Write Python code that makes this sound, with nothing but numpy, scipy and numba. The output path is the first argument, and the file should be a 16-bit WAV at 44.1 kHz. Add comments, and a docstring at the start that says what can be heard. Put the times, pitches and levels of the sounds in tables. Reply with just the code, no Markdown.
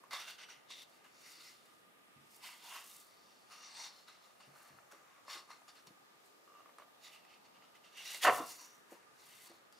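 """Turning the pages of a hardcover book

A quiet room, a book on a wooden table, a stereo pair of microphones close in front of it.
Skin and paper edges slide over stiff glossy sheets, whose fibres catch and let go in a hiss.
Small snaps tick, book and hands knock on the table, a fingertip creaks, and late on one page buckles
with a loud flap. A faint airy hum with one narrow whistle lies below."""
import sys
import numpy as np
from scipy import signal
from scipy.io import wavfile
from numba import njit

SR = 44100
rng = np.random.default_rng(int(sys.argv[2]) if len(sys.argv) > 2 else 0)


def unload_wav(signal):
    """Save mono or channel-first audio to the path in sys.argv[1] as 16-bit WAV at rate SR, clipped to [-1, 1]."""
    wavfile.write(
        sys.argv[1],
        SR,
        np.round(np.clip(np.atleast_2d(signal).T, -1, 1) * 32767).astype(np.int16),
    )


N = 431734

# spectrum of the room tone: frequency_hz, relative_density_db
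AIR_SPECTRUM = [(18, -70), (30, -38), (161, -8.5), (499, -4), (540, -5.5), (801, -3), (988, -23.5),
                (1220, -2.5), (1590, -8), (4530, -17), (16000, -27)]
# how alike the room tone is at the two microphones: frequency_hz, correlation
AIR_LIKENESS = [(60, 0.49), (240, 0.1), (950, -0.15), (3770, -0.32), (15000, 0.67)]
# small snaps of paper: start_s, level_db, pitch_hz, crack_db (relative to level_db)
PAPER_SNAPS = [(0.038, -47.5, 1040, -9), (0.109, -48, 1120, 0), (0.133, -37.5, 950, -2),
               (0.387, -56, 1450, -5), (0.488, -54, 1490, -9), (0.704, -51, 1070, 0), (0.82, -57, 3600, 4),
               (1.05, -56, 1680, -23), (2.768, -50, 1060, 1), (2.831, -59.5, 1150, -25),
               (2.845, -60, 1150, 2), (3.015, -63, 1260, 9), (4.086, -52.5, 1410, -2),
               (4.407, -56, 1090, -4), (4.559, -55, 1470, -6), (4.787, -49.5, 1340, -16),
               (4.922, -51.5, 1470, -0.5), (5.251, -59, 1190, -4), (5.281, -42, 1090, -14),
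               (5.49, -51, 1150, -15), (5.504, -45, 1040, -9), (5.618, -53.5, 950, -19),
               (5.681, -54, 1210, -1), (5.706, -60, 1210, -2), (5.753, -66, 1330, 7), (5.871, -54, 1030, 2),
               (6.659, -48.5, 1170, -18), (6.693, -50.5, 1160, -23), (6.785, -44.5, 1200, -7.5),
               (6.799, -47, 1130, -17), (6.821, -47, 1170, -18), (7.25, -59, 1980, 2),
               (7.622, -57.5, 1970, -18), (7.754, -56, 2020, -19), (7.85, -67, 1230, -1),
               (8.146, -41, 2100, 4), (8.226, -38, 2840, -6), (8.24, -42, 2480, 12), (9.469, -58, 1100, 3),
               (9.516, -57, 732, -3), (9.725, -61, 1240, 8)]
# strokes over the paper: full_strength_s, rise_s, hold_s, fall_s, friction_db,
# body_db, sheen_db, contact_db (these three relative to friction_db), contact_hz, body_hz
PAPER_STROKES = [ (0.11, 0.0043, 0.025, 0.033, -53.5, 3.5, -10, -3, 3520, 1130),
                 (0.135, 0.017, 0.022, 0.12, -48, -1, -10.5, -1, 3530, 1130),
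                 (0.198, .05, .02, 0.11, -51.5, -3.5, -10.5, -10, 3500, 1450),
                 (0.281, 0.025, 0.025, 0.069, -50, -5, -12, -8, 3500, 1530),
                 (0.384, 0.0081, 0.052, 0.054, -55.5, -5, -18, -5.5, 2950, 1520),
                 (0.494, 0.02, 0.012, 0.11, -55.5, -7, -16, -6, 2920, 1490),
                 (0.71, 0.026, 0.015, 0.077, -52.5, -18, -24, -1, 3650, 1050),
                 (0.773, 0.065, 0.057, 0.025, -58.5, -20, -8, 1, 3660, 1050),
                 (0.894, 0.15, 0.061, 0.18, -73.5, -9, -1, -7, 3630, 1210),
                 (1.048, .025, 0.018, 0.064, -70, 4.5, -2, -5, 2800, 1210),
                 (1.269, 0.19, 0.06, .2, -60, -9.5, -4, -14, 4900, 1380),
                 (1.418, .15, .08, 0.17, -60, -10, -5.5, -10, 4200, 1380),
                 (1.655, .1, 0.032, 0.24, -74, 1, 1.5, -11, 3600, 1200),
                 (2.346, 0.14, .02, 0.051, -70, -20, 5.5, -11, 4900, 1120),
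                 (2.439, 0.036, 0.012, 0.19, -53, -4, -6, -7, 3080, 995),
                 (2.664, .12, .05, .1, -57, -3.5, -2.5, -8, 3540, 890),
                 (2.751, 0.093, 0.0097, .12, -53, 2, -4, -6.5, 3060, 1070),
                 (2.873, 0.32, 0.1, 0.19, -66.5, -5.5, 4.5, -13, 2900, 1170),
                 (3.124, 0.26, 0.27, .2, -75.5, -5, -3, 0, 4580, 1000),
                 (3.519, .05, 0.016, 0.22, -59, -0.5, -8, -9, 4320, 1230),
                 (3.632, 0.077, 0.051, 0.087, -57.5, -9.5, -24, -10, 4560, 1270),
                 (3.791, .15, 0.078, 0.065, -51, -6, -15, -5.5, 4400, 950),
                 (3.94, .1, 0.051, 0.13, -66.5, -2, -11, -1.5, 4200, 1170),
                 (4.081, 0.017, 0.008, 0.16, -61, -2, -11, -2.5, 4040, 1260),
                 (4.24, .06, 0.016, 0.18, -69.5, 0, -8, -7, 4100, 1210),
                 (4.403, 0.013, 0.013, 0.16, -66.5, 1, -9, -7, 4470, 1180),
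                 (4.574, 0.12, 0.092, .3, -73.5, 8.5, 2, -1, 4270, 1220),
                 (4.916, .015, 0.0074, 0.12, -67, 6, -2.5, -12, 3270, 1240),
                 (5.105, 0.23, 0.073, 0.2, -79, 12, -12, -13, 3380, 1110),
                 (5.301, 0.033, 0.058, 0.083, -51, -1.5, -14.5, -5, 4400, 1120),
                 (5.508, 0.023, 0.0095, 0.085, -61.5, 4.5, -11, -3, 4300, 1230),
                 (5.681, 0.0072, 0.016, 0.045, -64, 1.5, -19, -2, 4600, 1220),
                 (5.759, 0.025, 0.025, 0.062, -68.5, 2.5, -12, -4, 4230, 1210),
                 (5.871, 0.0083, 0.0046, 0.037, -63.5, -5, -8, -7, 4300, 1140),
                 (6.26, 0.064, .02, 0.12, -79, -4.5, 4, -8, 3960, 1160),
                 (6.532, .12, 0.092, 0.12, -79.5, 1, -23, -6, 2800, 1140),
                 (6.784, 0.012, 0.031, .06, -73.5, 1, -6, -5, 2900, 1160),
                 (7.046, 0.048, 0.031, 0.072, -57, -9.5, -10.5, -7, 3800, 1210),
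                 (7.132, 0.071, 0.023, 0.088, -62.5, -9, -8, -1.5, 2800, 1240),
                 (7.312, 0.14, 0.028, .08, -69.5, -6, -18, 3, 2630, 1210),
                 (7.453, .05, .01, 0.064, -72, 1, -15, -6, 2860, 1200),
                 (7.554, 0.027, 0.015, 0.053, -71, 3, -25, -1.5, 2880, 1230),
                 (7.627, 0.023, 0.015, .1, -70.5, 1, -19, -3, 2880, 1300),
                 (7.755, 0.02, 0.0079, 0.037, -63.5, -4, -12, -4, 2880, 1260),
                 (7.846, 0.019, 0.022, .15, -67.5, -2.5, -25, -3, 2850, 1290),
                 (7.977, 0.058, 0.045, .1, -53.5, -11, -10.5, -12, 2800, 1950),
                 (8.069, 0.088, 0.095, 0.078, -49, -8.5, -0.5, -8, 3900, 1960),
                 (8.233, 0.024, 0.014, 0.018, -37, -6, 0, -3, 3200, 1890),
                 (8.251, 0.01, 0.024, 0.054, -39.5, 10, -5, -5.5, 2860, 1090),
                 (8.319, .05, 0.046, 0.19, -52, -12, 3.5, -11, 3500, 834),
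                 (8.494, 0.092, 0.028, 0.086, -53.5, -11, 0, -11, 5740, 895),
                 (8.604, .1, 0.017, 0.2, -59.5, -3, -5, -10, 5800, 990),
                 (8.913, 0.062, 0.03, 0.16, -71.5, 5, -4, -8, 4300, 960),
                 (9.195, .06, .04, 0.12, -69.5, -12, -6, -7, 4360, 1070),
                 (9.293, 0.16, 0.18, 0.034, -65, -22, 1.5, -8, 3000, 1090),
                 (9.48, 0.072, .03, 0.19, -69, 1, -4, -3, 4270, 1020),
                 (9.726, .015, 0.084, 0.042, -73, -12.5, -9, -2, 4750, 1170)]
# narrow, roughly evenly spaced peaks that colour the rubbing hiss: pitch_hz, level_db
RUB_PEAKS = [(2050, -5), (2800, -6), (3650, -10), (4500, -8), (5200, -9), (5800, -8), (6850, -9),
             (8100, -12), (9300, -12)]
# where the hands are between the microphones: time_s, left_minus_right_db
HAND_PAN = [(0.0, -2), (0.98, 1), (2.04, -1), (2.21, -1.5), (3.6, 1), (5.83, 1), (7.17, -2), (7.58, 0.0),
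            (7.74, -2), (8.53, 0), (9.13, 1.5), (9.79, 1.0)]
# book and hands against the table: start_s, level_db, pitch_hz, t60_s
TABLE_KNOCKS = [(2.158, -70.5, 140.4, 0.69), (4.469, -67.5, 144, 0.4), (4.699, -65, 132, 0.32),
                (4.922, -60, 420, 0.17), (5.348, -62, 353, 0.22), (5.868, -63, 169, 0.097),
                (5.902, -57.5, 217, 0.058), (8.265, -61, 136, 0.53), (8.395, -41.5, 319.5, 0.14),
                (8.917, -48, 344.5, 0.09), (9.496, -60.5, 340, 0.14)]
# one fingertip creak: start_s, end_s, level_db, pitch_hz, upper_hz, upper_db (relative to level_db)
FINGER_CREAK = (6.465, 6.62, -54.5, 1190, 2800, -12)
# buckles running through the lifted page: full_strength_s, rise_s, hold_s, fall_s, strike_db,
# upper_modes_db (relative to strike_db)
PAGE_BUCKLES = [(8.2485, .002, .001, .015, -24, 7), (8.272, .045, .017, .03, -21.5, 3),
                (8.322, .012, .008, .024, -32, -8), (8.373, .004, .032, .065, -36.5, -15)]
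# modes of the lifted page: pitch_hz, level_db, t60_s (capped at PAGE_MAX_T60_S)
PAGE_MODES = [(402, -18, 0.067), (540, -11, 0.052), (660, -10, 0.072), (722, -1, 0.11), (960, -12.5, 0.036),
              (1033, -8.5, 0.07), (1107, -5.5, 0.081), (1240, -3.5, 0.03), (1344, -5.5, 0.036),
              (1500, -11.5, .03), (1810, -6, 0.023), (2010, -7, 0.014), (2360, -18, 0.023),
              (2649, -14.5, 0.024)]

AIR_DB, WHISTLE_DB, WHISTLE_HZ, WHISTLE_WIDTH_HZ = -65.5, -72.5, 1212, 40
SWING_DB = 20   # gained over a rise time, lost over a fall time
SHEEN_DULL_HZ, FRICTION_SIDE_DB = 9000, -9.5
SLIPS_PER_S, SLIP_SPREAD_DB, SLIP_T60_S = 95, 2.5, .04
RIPPLE_GAP_S, RIPPLE_DB, RIPPLE_SPREAD_DB = .005, -3.5, 2
PAGE_MAX_T60_S, PAGE_BASS_CUT_HZ = .06, 260
ROOM_T60_S, WALL_CUT_HZ, ROOM_DB, ROOM_WIDTH_DB = .4, 6000, -23, -7
TOP_CUT_HZ = 16100


def from_db(db):
    """Decibels to gain."""
    return 10 ** (np.asarray(db) / 20)


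def rms_one(x):
    """Scale to rms 1."""
    return x / np.sqrt(np.mean(x ** 2) + 1e-20)


def as_side(x):
    """Opposite polarity on the left and right channels."""
    return x * [[1], [-1]]


def at_hz(points, hz):
    """Read a spectrum on a log-frequency axis."""
    frequencies, values = np.transpose(points)
    return np.interp(np.log(hz), np.log(frequencies), values)


def band(x, low_hz, high_hz):
    """Butterworth band-pass."""
    return signal.sosfilt(signal.butter(2, [low_hz, min(high_hz, SR / 2.1)], "band", fs=SR, output="sos"), x)


def drift(rate_hz):
    """Slow random wander of rms about 1."""
    step, settle = 40, 2000
    r = np.exp(-2 * np.pi * rate_hz * step / SR)
    slow = signal.lfilter([1], [1, -2 * r, r * r], rng.standard_normal(N // step + settle + 2))[settle:]
    return np.interp(np.arange(N) / step, np.arange(len(slow)), rms_one(slow))


def resonance(x, hz, width_hz):
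    """Two-pole resonance, scaled to rms 1."""
    r, w = np.exp(-np.pi * width_hz / SR), 2 * np.pi * hz / SR
    return rms_one(signal.lfilter([1, 0, -1], [1, -2 * r * np.cos(w), r * r], x))


@njit
def glide(x, hz, width_hz):
    """Resonance whose centre moves sample by sample, scaled to rms 1."""
    r, cos_w = np.exp(-np.pi * width_hz / SR), np.cos(2 * np.pi * hz / SR)
    y = np.zeros(len(x))
    for i in range(2, len(x)):
        y[i] = x[i] - x[i - 2] + 2 * r * cos_w[i] * y[i - 1] - r * r * y[i - 2]
    return y / np.sqrt(np.mean(y ** 2))


def ring(clicks, hz, t60):
    """A unit click sets a sine of height 1 ringing."""
    r, w = 1000 ** (-1 / (t60 * SR)), 2 * np.pi * hz / SR
    return signal.lfilter([0, np.sin(w)], [1, -2 * r * np.cos(w), r * r], clicks + 1e-18)


def decay(t, t60):
    """Gain that falls 60 dB in t60 seconds."""
    return from_db(-60 * t / t60)


def swell_db(t, full_s, rise, hold, fall):
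    """Rise, hold and fall in dB, 0 on top."""
    return -SWING_DB * np.maximum(0, np.maximum((full_s - t) / rise, (t - full_s - hold) / fall))


def add(out, sound, start_s):
    """Mix a short sound in at a time."""
    at = round(start_s * SR)
    out[at:at + len(sound)] += sound[:N - at]


def room_tone():
    """An airy hum of half-octave noise bands, each wavering by itself, and one narrow whistle."""
    hum, edges_hz = 0, 30 * 2 ** np.arange(0, 9.3, .5)
    white = rng.standard_normal((2, 2, N))   # neighbouring bands get unrelated noise
    for k, (low, high) in enumerate(zip(edges_hz, edges_hz[1:])):
        mid, side = band(white[k % 2], low, high)
        hz = np.sqrt(low * high)
        alike = at_hz(AIR_LIKENESS, hz)
        gain = from_db(at_hz(AIR_SPECTRUM, hz) + 1.44 * drift(0.71))
        hum += gain * (np.sqrt(1 + alike) * mid + np.sqrt(1 - alike) * as_side(side))
    whistle = resonance(rng.standard_normal((2, N)), WHISTLE_HZ, WHISTLE_WIDTH_HZ)
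    return from_db(AIR_DB) * rms_one(hum) + from_db(WHISTLE_DB + 0.5 * drift(1.9)) * whistle


def paper_snaps():
    """Each snap is a short ring of the sheet, a fading puff of noise and a sharp, bright crack."""
    out, t = np.zeros(N), np.arange(2000) / SR
    for start_s, db, hz, crack_db in PAPER_SNAPS:
        noise = rng.standard_normal(len(t))
        tone = np.sin(2 * np.pi * hz * t) * decay(t, 0.023)
        puff = from_db(-2) * band(noise, 430, 2100) * decay(t, 0.082)
        crack = band(noise, 2200, 11000) * (decay(t, .007) + from_db(-11) * decay(t, .035))
        add(out, from_db(db) * (tone + puff + from_db(crack_db) * crack), start_s)
    return out


def hand_strokes():
    """Gains and pitches of the rubbing: strokes add in power, and the strongest pulls the pitch most."""
    t = np.arange(0, N + 32, 32) / SR
    db, body_db, sheen_db, contact_db, contact_hz, body_hz = np.transpose(PAPER_STROKES)[4:]
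    stroke_db = db + np.transpose([swell_db(t, *row[:4]) for row in PAPER_STROKES])
    powers = [from_db(stroke_db + offset) ** 2 + 1e-30 for offset in (0, body_db, sheen_db, contact_db)]
    gains = [np.sqrt(power.sum(axis=1)) for power in powers]
    _, body, _, contact = powers
    pitches = [contact @ contact_hz / contact.sum(axis=1), body @ body_hz / body.sum(axis=1)]
    return [np.interp(np.arange(N) / SR, t, curve) for curve in gains + pitches]


def friction(per_s, spread_db):
    """Fibres catch and let go: dense clicks of uneven size, coming in clumps."""
    sizes = from_db(spread_db * np.minimum(rng.exponential(1, N), 5)) * rng.choice([-1, 1], N)
    caught = rng.random(N) < per_s * from_db(3 * drift(40)) / SR
    return rms_one(sizes * caught)


def rub_peaks(catches, contact_hz):
    """Narrow peaks colour the rubbing hiss, each swelling and fading, favoured near contact_hz."""
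    out = 0
    for k, (hz, db) in enumerate(RUB_PEAKS):
        near_db = -6 * np.abs(np.log2(hz / contact_hz))
        out += (-1) ** k * from_db(db + near_db + 3 * drift(3)) * resonance(catches, hz, width_hz=170)
    return out


def sheet_body(body_hz):
    """The flexing sheet sounds low: one narrow resonance in a broad band of friction."""
    tone = glide(friction(5000, spread_db=3.5), body_hz, width_hz=110)
    rustle = band(band(friction(5000, spread_db=3), 600, 2600), 600, 2600)
    return from_db(-4) * (rms_one(rustle) + tone)


def edge_sheen():
    """Bright friction of the long page edge, which reaches the two microphones unalike."""
    edge = band(friction(5000, spread_db=3), 6500, 20000)
    edge = rms_one(signal.sosfilt(signal.butter(1, SHEEN_DULL_HZ, fs=SR, output="sos"), edge))
    side = as_side(rms_one(band(rng.standard_normal(N), 4400, 18000)))
    return from_db(2 * drift(3.7)) * (edge + from_db(-11.5) * side)


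def paper_rubbing():
    """Friction makes a peaky hiss, a contact resonance, the sheet's low body and its bright edge."""
    slide_gain, body_gain, sheen_gain, contact_gain, contact_hz, body_hz = hand_strokes()
    catches = friction(9000, spread_db=0)
    contact = glide(friction(9000, spread_db=3.2), contact_hz, width_hz=300)
    hiss = band(glide(friction(9000, spread_db=4.5), contact_hz, width_hz=3000), 1370, 5760)
    side = as_side(rms_one(band(rng.standard_normal(N), 1500, 6300)))
    slide = rub_peaks(catches, contact_hz) + from_db(-6) * hiss + from_db(FRICTION_SIDE_DB) * side
    body = sheet_body(body_hz)
    return slide_gain * slide + contact_gain * contact + body_gain * body + sheen_gain * edge_sheen()


def table_knocks():
    """Soft blows on wood: a low ring that swells for some milliseconds, with a dull rumble around it."""
    out, t = np.zeros(N), np.arange(14000) / SR
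    attack = (1 - np.exp(-t / 0.0028)) ** 2
    for start_s, db, hz, t60 in TABLE_KNOCKS:
        edges_hz = hz / 1.76, hz * 2.5
        rumble = rms_one(band(band(rng.standard_normal(len(t)), *edges_hz), *edges_hz))
        wood = np.sin(2 * np.pi * hz * t) + from_db(1) * rumble
        add(out, from_db(db) * attack * decay(t, t60) * wood, start_s)
    return out


def finger_creak():
    """A fingertip sticks and slips unevenly, each slip ringing briefly at two pitches."""
    start_s, end_s, db, hz, upper_hz, upper_db = FINGER_CREAK
    gap_jitter, level_jitter = rng.standard_normal((30, 2)).T
    slip_s = start_s + np.cumsum(from_db(2.1 * gap_jitter)) / SLIPS_PER_S
    slips = np.zeros(N)
    slips[(slip_s * SR).astype(int)] = from_db(db + SLIP_SPREAD_DB * level_jitter) * (slip_s < end_s)
    return ring(slips, hz, SLIP_T60_S) + from_db(upper_db) * ring(slips, upper_hz, SLIP_T60_S / 2)


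def buckles():
    """Smaller buckles crowd unevenly round each main one; gives time_s, strike_db, upper_modes_db."""
    steps, groups = np.arange(-8, 17), []
    is_ripple = steps != 0
    for full_s, rise, hold, fall, db, upper_db in PAGE_BUCKLES:
        time_jitter, level_jitter = rng.standard_normal((2, len(steps)))
        time_s = full_s + RIPPLE_GAP_S * (steps + .25 * np.clip(time_jitter, -1.8, 1.8) * is_ripple)
        ripple_db = (RIPPLE_DB + RIPPLE_SPREAD_DB * level_jitter) * is_ripple
        strike_db = db + swell_db(time_s, full_s, rise, hold, fall) + ripple_db
        groups.append([time_s, strike_db, np.full(len(steps), upper_db)])
    return np.hstack(groups)


def page_flap():
    """Each buckle strikes every mode of the lifted page with its own strength, sign and slight delay."""
    time_s, strike_db, upper_db = buckles()
    at, out = np.round(time_s * SR).astype(int), np.zeros(N)
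    jitter = rng.standard_normal((len(time_s), len(PAGE_MODES), 3))
    for k, (hz, mode_db, t60) in enumerate(PAGE_MODES):
        level_jitter, polarity, time_jitter = jitter[:, k].T
        delay = (np.abs(time_jitter) * .002 * SR).astype(int)
        db = strike_db + mode_db + upper_db * (hz > 1450) + 1.3 * level_jitter
        strikes = np.zeros(N)
        np.add.at(strikes, at + delay, from_db(db) * np.sign(polarity))
        out += ring(strikes, hz, min(t60, PAGE_MAX_T60_S))
    return band(out, 88, 3800)


def room_echoes(x):
    """Wall reflections: eight feedback delays a side, duller on every round, narrowed in stereo."""
    out, dull = np.zeros((2, N)), np.exp(-2 * np.pi * WALL_CUT_HZ / SR)
    lags = (rng.uniform(0.0074, .035, size=16) * SR).astype(int)
    for k, lag in enumerate(lags):
        loop, gain, state = x.copy(), decay(lag / SR, ROOM_T60_S), [0.]
        for i in range(lag, N, lag):
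            back, state = signal.lfilter([gain * (1 - dull)], [1, -dull], loop[i - lag:i], zi=state)
            loop[i:i + lag] += back[:N - i]
        out[k % 2] += (loop - x) * (-1) ** (k // 2)
    left, right = out
    return left + right + from_db(ROOM_WIDTH_DB) * as_side(left - right)


def scene():
    """The book close to the microphones, shifting a little with the hands, and the room behind it."""
    rubbing = paper_rubbing()
    # a thin page radiates no bass
    bass_cut = signal.butter(4, PAGE_BASS_CUT_HZ, "high", fs=SR, output="sos")
    crackle = signal.sosfilt(bass_cut, paper_snaps() + page_flap() + finger_creak())
    book = rubbing + crackle + table_knocks()
    pan_db = np.interp(np.arange(N) / SR, *np.transpose(HAND_PAN))
    direct = book * from_db([pan_db / 2, -pan_db / 2])
    return direct + from_db(ROOM_DB) * room_echoes(book.mean(axis=0)) + room_tone()


def record(dry):
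    """A steep low-pass takes off the highest treble."""
    return signal.sosfilt(signal.cheby2(20, 70, TOP_CUT_HZ, fs=SR, output="sos"), dry)


dry = scene()
out = record(dry)
unload_wav(out)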